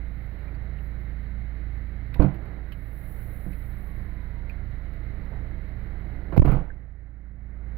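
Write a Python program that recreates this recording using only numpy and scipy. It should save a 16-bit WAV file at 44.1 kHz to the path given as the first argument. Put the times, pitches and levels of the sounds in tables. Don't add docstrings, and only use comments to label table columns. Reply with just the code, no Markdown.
import sys
import numpy as np
from scipy import signal
from scipy.fft import rfft, irfft, dct, next_fast_len
from scipy.io import wavfile
from scipy.ndimage import uniform_filter1d, map_coordinates

SR = 44100
rng = np.random.default_rng(int(sys.argv[2]) if len(sys.argv) > 2 else 0)


def persist_wave(psi):
    counts = np.round(np.clip(psi, -1, 1) * 32767).astype(np.int16)
    wavfile.write(sys.argv[1], SR, np.atleast_2d(counts).T)


N = 342657
T = np.arange(N) / SR

# (time [s], ring level [dB], ring pitch [Hz], relative crack level [dB])
TICKS = [(.48, -49, 2280, -28), (.545, -61, 4320, -15), (.785, -55, 2800, -23), (2.1415, -48, 3670, 1),
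         (2.222, -49.5, 4120, -9), (2.3424, -62, 1900, -8), (2.4554, -50, 1790, -14),
         (2.7205, -42.5, 2830, -3), (3.5298, -52, 2490, -10), (4.495, -36, 2390, -8),
         (4.9364, -62, 1840, -12), (6.365, -25, 780, -10), (6.373, -43, 2780, -12),
         (6.456, -45.5, 2360, -4), (6.516, -36, 2276, -1), (6.7008, -36, 1650, -40)]


def undb(db):
    return 10 ** (np.asarray(db) / 20)


def colour(points, hz):
    f, db = np.transpose(points)
    return undb(np.interp(np.log(hz + 1), np.log(f), db))


def noise(shape, alike_hz=450):
    size = next_fast_len(N)
    hz = np.fft.rfftfreq(size, 1 / SR)
    own, right = rfft(rng.standard_normal((2, size)))
    share = 1 / (1 + (hz / alike_hz) ** 2)
    left = np.sqrt(share) * right + np.sqrt(1 - share) * own
    pair = irfft(np.array([left, right]) * shape(hz), size)[:, :N]
    return pair / pair.std()


def hiss(points):
    return noise(lambda hz: colour(points, hz))


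def walk(rate_hz):
    knots = np.arange(0, T[-1] + 1, 1 / rate_hz)
    return 1.2 * np.interp(T, knots, rng.standard_normal(len(knots)))


def plateau(start, attack, hold, release):
    return np.interp(T, start + np.cumsum([0, attack, hold, release]), [0, 1, 1, 0])


def hump(s, half_width):
    return np.exp(-((T - s) / half_width) ** 2)


def fading(times, db, t60, rise=0.0027):
    energy = np.zeros(N)
    np.add.at(energy, (np.asarray(times) * SR).astype(int), undb(db) ** 2)
    keep = np.exp(-2 * np.log(1000) / (t60 * SR))
    envelope = np.sqrt(signal.lfilter([1], [1, -keep], energy + 1e-18))
    width = int(rise * SR) + 1
    return uniform_filter1d(uniform_filter1d(envelope, width), width)


def add(out, s, sound):
    i = int(s * SR)
    out[..., i:i + sound.shape[-1]] += sound[..., :N - i]


def opening():
    return plateau(start=1.64, attack=1.82, hold=2.8, release=0.61)


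def dips(lag_s=0):
    # (start [s], fall [s], hold [s], recovery [s], engine [dB], rumble and fan hum [dB], fan air [dB])
    ducks = [(.03, 0.32, .02, 0.16, -3, 0.5, 0.5), (2.15, .7, 0.12, 0.72, -3.5, -0.5, -1.1),
             (6.409, 0.52, .3, 0.59, -9, -10.5, -11)]
    return sum(np.outer(depths_db, plateau(start, fall, hold + lag_s, recovery))
               for start, fall, hold, recovery, *depths_db in ducks)


def cabin_rumble(crank_angle, level_db=-40.5, open_db=0.75, throb=0.11):
    # (frequency [Hz], level [dB])
    spectrum = [(20, 7.5), (45, 2), (110, 3), (170, -1), (240, -9.5), (300, -6.5), (380, -11), (520, -13),
                (720, -15), (1000, -23.5), (1500, -22.5), (3000, -66)]
    # (peak time [s], half width [s], boost [dB])
    swells = [(2.5, 0.16, 7), (5.33, 0.26, 4), (6.2, 0.31, 3.5)]
    swell_db = sum(db * hump(s, width) for s, width, db in swells)
    ride_db = level_db + open_db * opening() + swell_db + dips()[1]
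    return hiss(spectrum) * undb(ride_db + 0.79 * walk(4.2)) * (1 + throb * np.sin(2 * crank_angle))


def fan(hum_hz=113.3, hum_db=-44.5, air_db=-52.5, treble_hz=2500):
    # (frequency [Hz], level [dB])
    spectrum = [(500, -12.5), (1000, -12.5), (1500, -2), (2100, 3), (2550, -14.5), (3000, -16), (3450, -23),
                (3950, -14), (4700, -29), (6000, -42.5), (8000, -62), (10000, -40), (12000, -30),
                (15500, -31.5)]
    hum_phase = 2 * np.pi * hum_hz * T + rng.uniform(0, 2 * np.pi)
    hum = np.sqrt(2) * undb(hum_db + dips()[1]) * np.sin(hum_phase)
    air = hiss(spectrum) * undb(air_db + dips(lag_s=0.081)[2] + 0.64 * walk(19))
    dull = signal.sosfiltfilt(signal.butter(4, treble_hz, fs=SR, output="sos"), air)
    return hum + dull + (air - dull) * undb(0.55 * dips(lag_s=0.27)[2])


def engine(crank_angle, drone_db=-29.5, shake_db=-40.5, open_drone_db=-2.5, open_shake_db=6):
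    # (multiple of crank speed, level relative to the drone [dB])
    overtones = [(3, -13), (4, -17), (5, -18), (6, -23), (7, -20), (9, -31), (10, -29), (11, -31)]
    out = undb(shake_db + open_shake_db * opening()) * np.sin(crank_angle + rng.uniform(0, 2 * np.pi))
    out += undb(drone_db + open_drone_db * opening() + 0.65 * walk(16)) * np.sin(2 * crank_angle)
    for order, db in overtones:
        phase = order * crank_angle + rng.uniform(0, 2 * np.pi) + 0.24 * walk(6.9)
        out += undb(drone_db + db + 2 * walk(5.2)) * np.sin(phase)
    return np.sqrt(2) * out * undb(dips()[0])


def rustles(centre_hz=13500, width_hz=2800, grain_db=2):
    # (peak time [s], half width [s], level [dB])
    swishes = [(0.278, .2, -74.5), (.85, 0.062, -70), (1.02, .04, -71)]
    envelope = sum(undb(db) * hump(s, width) for s, width, db in swishes)
    sheen = noise(lambda hz: np.exp(-((hz - centre_hz) / width_hz) ** 2))
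    return sheen * envelope * undb(grain_db * walk(120))


def ticks(t60=0.055, spread=0.11, rise_s=0.00067, modes=28):
    out, t = np.zeros((2, N)), T[:SR // 8]
    envelope = (1 - np.exp(-t / rise_s)) ** 2 * np.exp(-np.log(1000) * t / t60)
    for s, db, ring_hz, _ in TICKS:
        hz = ring_hz * (1 + spread * rng.uniform(-0.76, 1, modes))
        rings = rng.standard_normal((2, modes)) @ np.sin(2 * np.pi * np.outer(hz, t))
        add(out, s, undb(db) * rings / rings.std() * envelope)
    return out


def struts(sharp=0.064, settle_s=0.17, flutter_db=0.9, leak_db=-27):
    # (time [s], level [dB])
    flow = [(2.551, -86), (2.8, -68), (3.1, -57), (3.85, -63.5), (4.35, -81)]
    # (frequency [Hz], width [Hz], level [dB])
    resonances = [(7770, 110, -15), (9040, 250, -10.5), (10780, 260, 6), (12000, 450, -4), (12800, 270, 8),
                  (14700, 640, 3), (15400, 910, -8.5)]

    def orifice(hz):
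        peaks = sum(undb(db) / (1 + ((hz - f) / width) ** 2) ** 2 for f, width, db in resonances)
        return peaks + undb(leak_db) * (hz > 5000)

    times, flow_db = np.transpose(flow)
    bend = sharp * np.exp(-np.maximum(T - times[0], 0) / settle_s)
    position = np.cumsum(1 + bend + 0.0024 * walk(11)) % N
    gas = np.array([map_coordinates(side, [position], order=5) for side in noise(orifice)])
    flowing = (T > times[0]) & (T < times[-1])
    return gas * undb(np.interp(T, times, flow_db) - flutter_db * walk(24.8)) * flowing


def squeal(start_s=3.67, start_hz=1200, sag_oct_per_s=0.48, level_db=-63.5, catch_db=2):
    hz = start_hz * 2 ** (-sag_oct_per_s * (T - start_s)) * (1 + 0.012 * walk(60))
    tone = np.sqrt(2) * np.sin(2 * np.pi * np.cumsum(hz) / SR)
    envelope = plateau(start_s, attack=0.11, hold=0.71, release=0.11)
    return tone * envelope * undb(level_db + catch_db * walk(28))


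def tailgate_blows(rebounds=8, judder_s=6.451, gap_s=0.023, judder_hz=168, fade_db=22):
    # (time [s], body [dB], contact pitch [Hz], trim rattle [dB], crack [dB])
    hits = [(2.157, -20.5, 900, -17, -25), (2.1952, -2, 84.7, 0, -23.5), (2.2009, 2, 330, -3.5, -11),
            (2.221, -11, 280, 1.5, -12), (2.2455, 0, 149, -20, -28), (3.464, -15, 193, -40, -32),
            (5.315, -27.5, 696, -19, -29), (6.323, -31.5, 202, -4.5, -12), (6.364, -5, 600, -16, -2.5),
            (6.375, -11.5, 88, -5, 5.5), (6.421, -3.5, 254, 0.5, -13)]
    k = np.arange(rebounds)
    late, bright = rng.uniform(-0.91, 1, (rebounds, 2)).T
    times = judder_s + k * gap_s + 0.0034 * late * (k > 0)
    contact_hz = judder_hz * 2 ** (0.5 * bright)
    fall_db = fade_db * (k / (rebounds - 1)) ** 1.76
    judder = np.column_stack([times, -4 - fall_db, contact_hz, 1.5 - fall_db, -6 - fall_db])
    return np.vstack([hits, judder])


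def body_clunks(blows, focus=2.8, detune=0.0089, seal_hz=1700):
    # (frequency [Hz], level [dB], t60 [s])
    modes = [(52.8, 2, 0.45), (77, -1.5, 0.13), (138.2, -7, 0.2), (184.6, -10.5, 0.24), (267, -21, 0.092),
             (289, -10.5, 0.16), (335.6, -35.5, 0.7), (501.4, -22, 0.078), (494, -16, 0.15),
             (671, -21.5, 0.43), (810, -25, 0.25), (983, -22, 0.17), (1196, -30, .14), (1460, -37.5, 0.14)]
    hz, db, t60 = np.transpose(modes)
    out, t = np.zeros(N), T[:SR // 2]
    decays = np.exp(-np.log(1000) * np.outer(1 / t60, t))
    for s, blow_db, contact_hz, _, _ in blows:
        weight = undb(db + blow_db) / np.sqrt(1 + (focus * (hz / contact_hz - contact_hz / hz)) ** 2)
        detuned_hz = hz * (1 + detune * rng.standard_normal(len(hz)))
        rings = np.sin(2 * np.pi * np.outer(detuned_hz, t)) * decays
        add(out, s, weight @ rings)
    return signal.sosfilt(signal.butter(6, seal_hz, fs=SR, output="sos"), out)


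def trim_rattle(blows, trim_db=-19.5, cabin_db=-37):
    # (frequency [Hz], level [dB])
    spectrum = [(30, 1), (90, 6.5), (160, 7), (215, -2.5), (300, 0), (410, -9), (520, -6), (750, -9),
                (1050, -15.5), (1450, -17), (1800, -29.5), (2300, -27), (3000, -37), (4200, -46.5),
                (6000, -70)]
    times, _, _, rattle_db, _ = blows.T
    rattle = hiss(spectrum) * fading(times, rattle_db + trim_db, t60=0.3)
    tail = hiss(spectrum) * fading(times, rattle_db + cabin_db, t60=0.76, rise=0.02)
    return rattle + tail


def metal_cracks(blows, blow_db=-43, tick_db=-42, grain_db=2):
    # (frequency [Hz], level [dB])
    spectrum = [(400, -28), (1200, -0.5), (2200, 2), (3000, -5), (3500, -18.5), (4300, -10), (6000, -32.5),
                (8000, -35), (10000, -25.5), (12000, -14.5), (14000, -16), (15500, -18)]
    blow_times, *_, blow_crack_db = blows.T
    tick_times, *_, tick_crack_db = np.transpose(TICKS)
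    envelope = fading(blow_times, blow_crack_db + blow_db, t60=0.15)
    envelope += fading(tick_times, tick_crack_db + tick_db, t60=0.08, rise=0.002)
    return hiss(spectrum) * envelope * undb(grain_db * walk(300))


def afterswing(start_s=6.483, hz=22, level_db=-11.5, t60=0.65):
    t = np.maximum(T - start_s, 0)
    return undb(level_db - 60 * t / t60) * np.sin(2 * np.pi * hz * t)


def slam_pressure(start_s, t60, first_hz=32, last_hz=14.3, settle_s=0.024):
    t = np.maximum(T - start_s, 0)
    cycles = last_hz * t + (first_hz - last_hz) * settle_s * (1 - np.exp(-t / settle_s))
    return -np.sin(2 * np.pi * cycles) * np.exp(-np.log(1000) * t / t60)


def muffle(sound):
    # (frequency [Hz], gain [dB])
    response = [(30, -17), (500, -16.5), (1200, -15.5), (2200, -18), (4200, -7), (8000, 0), (12000, -3.5),
                (15500, -10)]
    hz = np.arange(N) * SR / (2 * N)
    return dct(dct(sound, norm="ortho") * colour(response, hz), type=3, norm="ortho")


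def choke(sound, pressure, thump_gain, coupling_hz):
    free = 1 / (1 + pressure ** 16)
    coupling = signal.butter(2, coupling_hz, "high", fs=SR, output="sos")
    return sound * free + thump_gain * signal.sosfilt(coupling, np.clip(pressure, -1, 1))


def scene(crank_hz=27.65, wander=0.002, left_blow_db=-2.5):
    crank_angle = 2 * np.pi * np.cumsum(crank_hz * (1 + wander * walk(2.058))) / SR
    drone = engine(crank_angle)
    blows = tailgate_blows()
    knocks = (body_clunks(blows) + trim_rattle(blows)) * undb([[left_blow_db], [0]])
    impacts = knocks + metal_cracks(blows) + afterswing()
    bed = drone + cabin_rumble(crank_angle) + fan()
    left, right = bed + impacts + ticks() + struts() + squeal() + rustles()
    left = choke(muffle(left), 1.7 * slam_pressure(6.385, t60=0.6), thump_gain=0.4, coupling_hz=40)
    right = choke(right, 4.4 * slam_pressure(6.3785, t60=0.4), thump_gain=2.5, coupling_hz=83.6)
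    return np.array([left, right])


def record(dry):
    ceiling, top_hz = 0.93, 15800
    lowpass = signal.ellip(10, 0.2, 70, top_hz, fs=SR, output="sos")
    return signal.sosfilt(lowpass, np.clip(dry, -ceiling, ceiling))


dry = scene()
out = record(dry)
persist_wave(out)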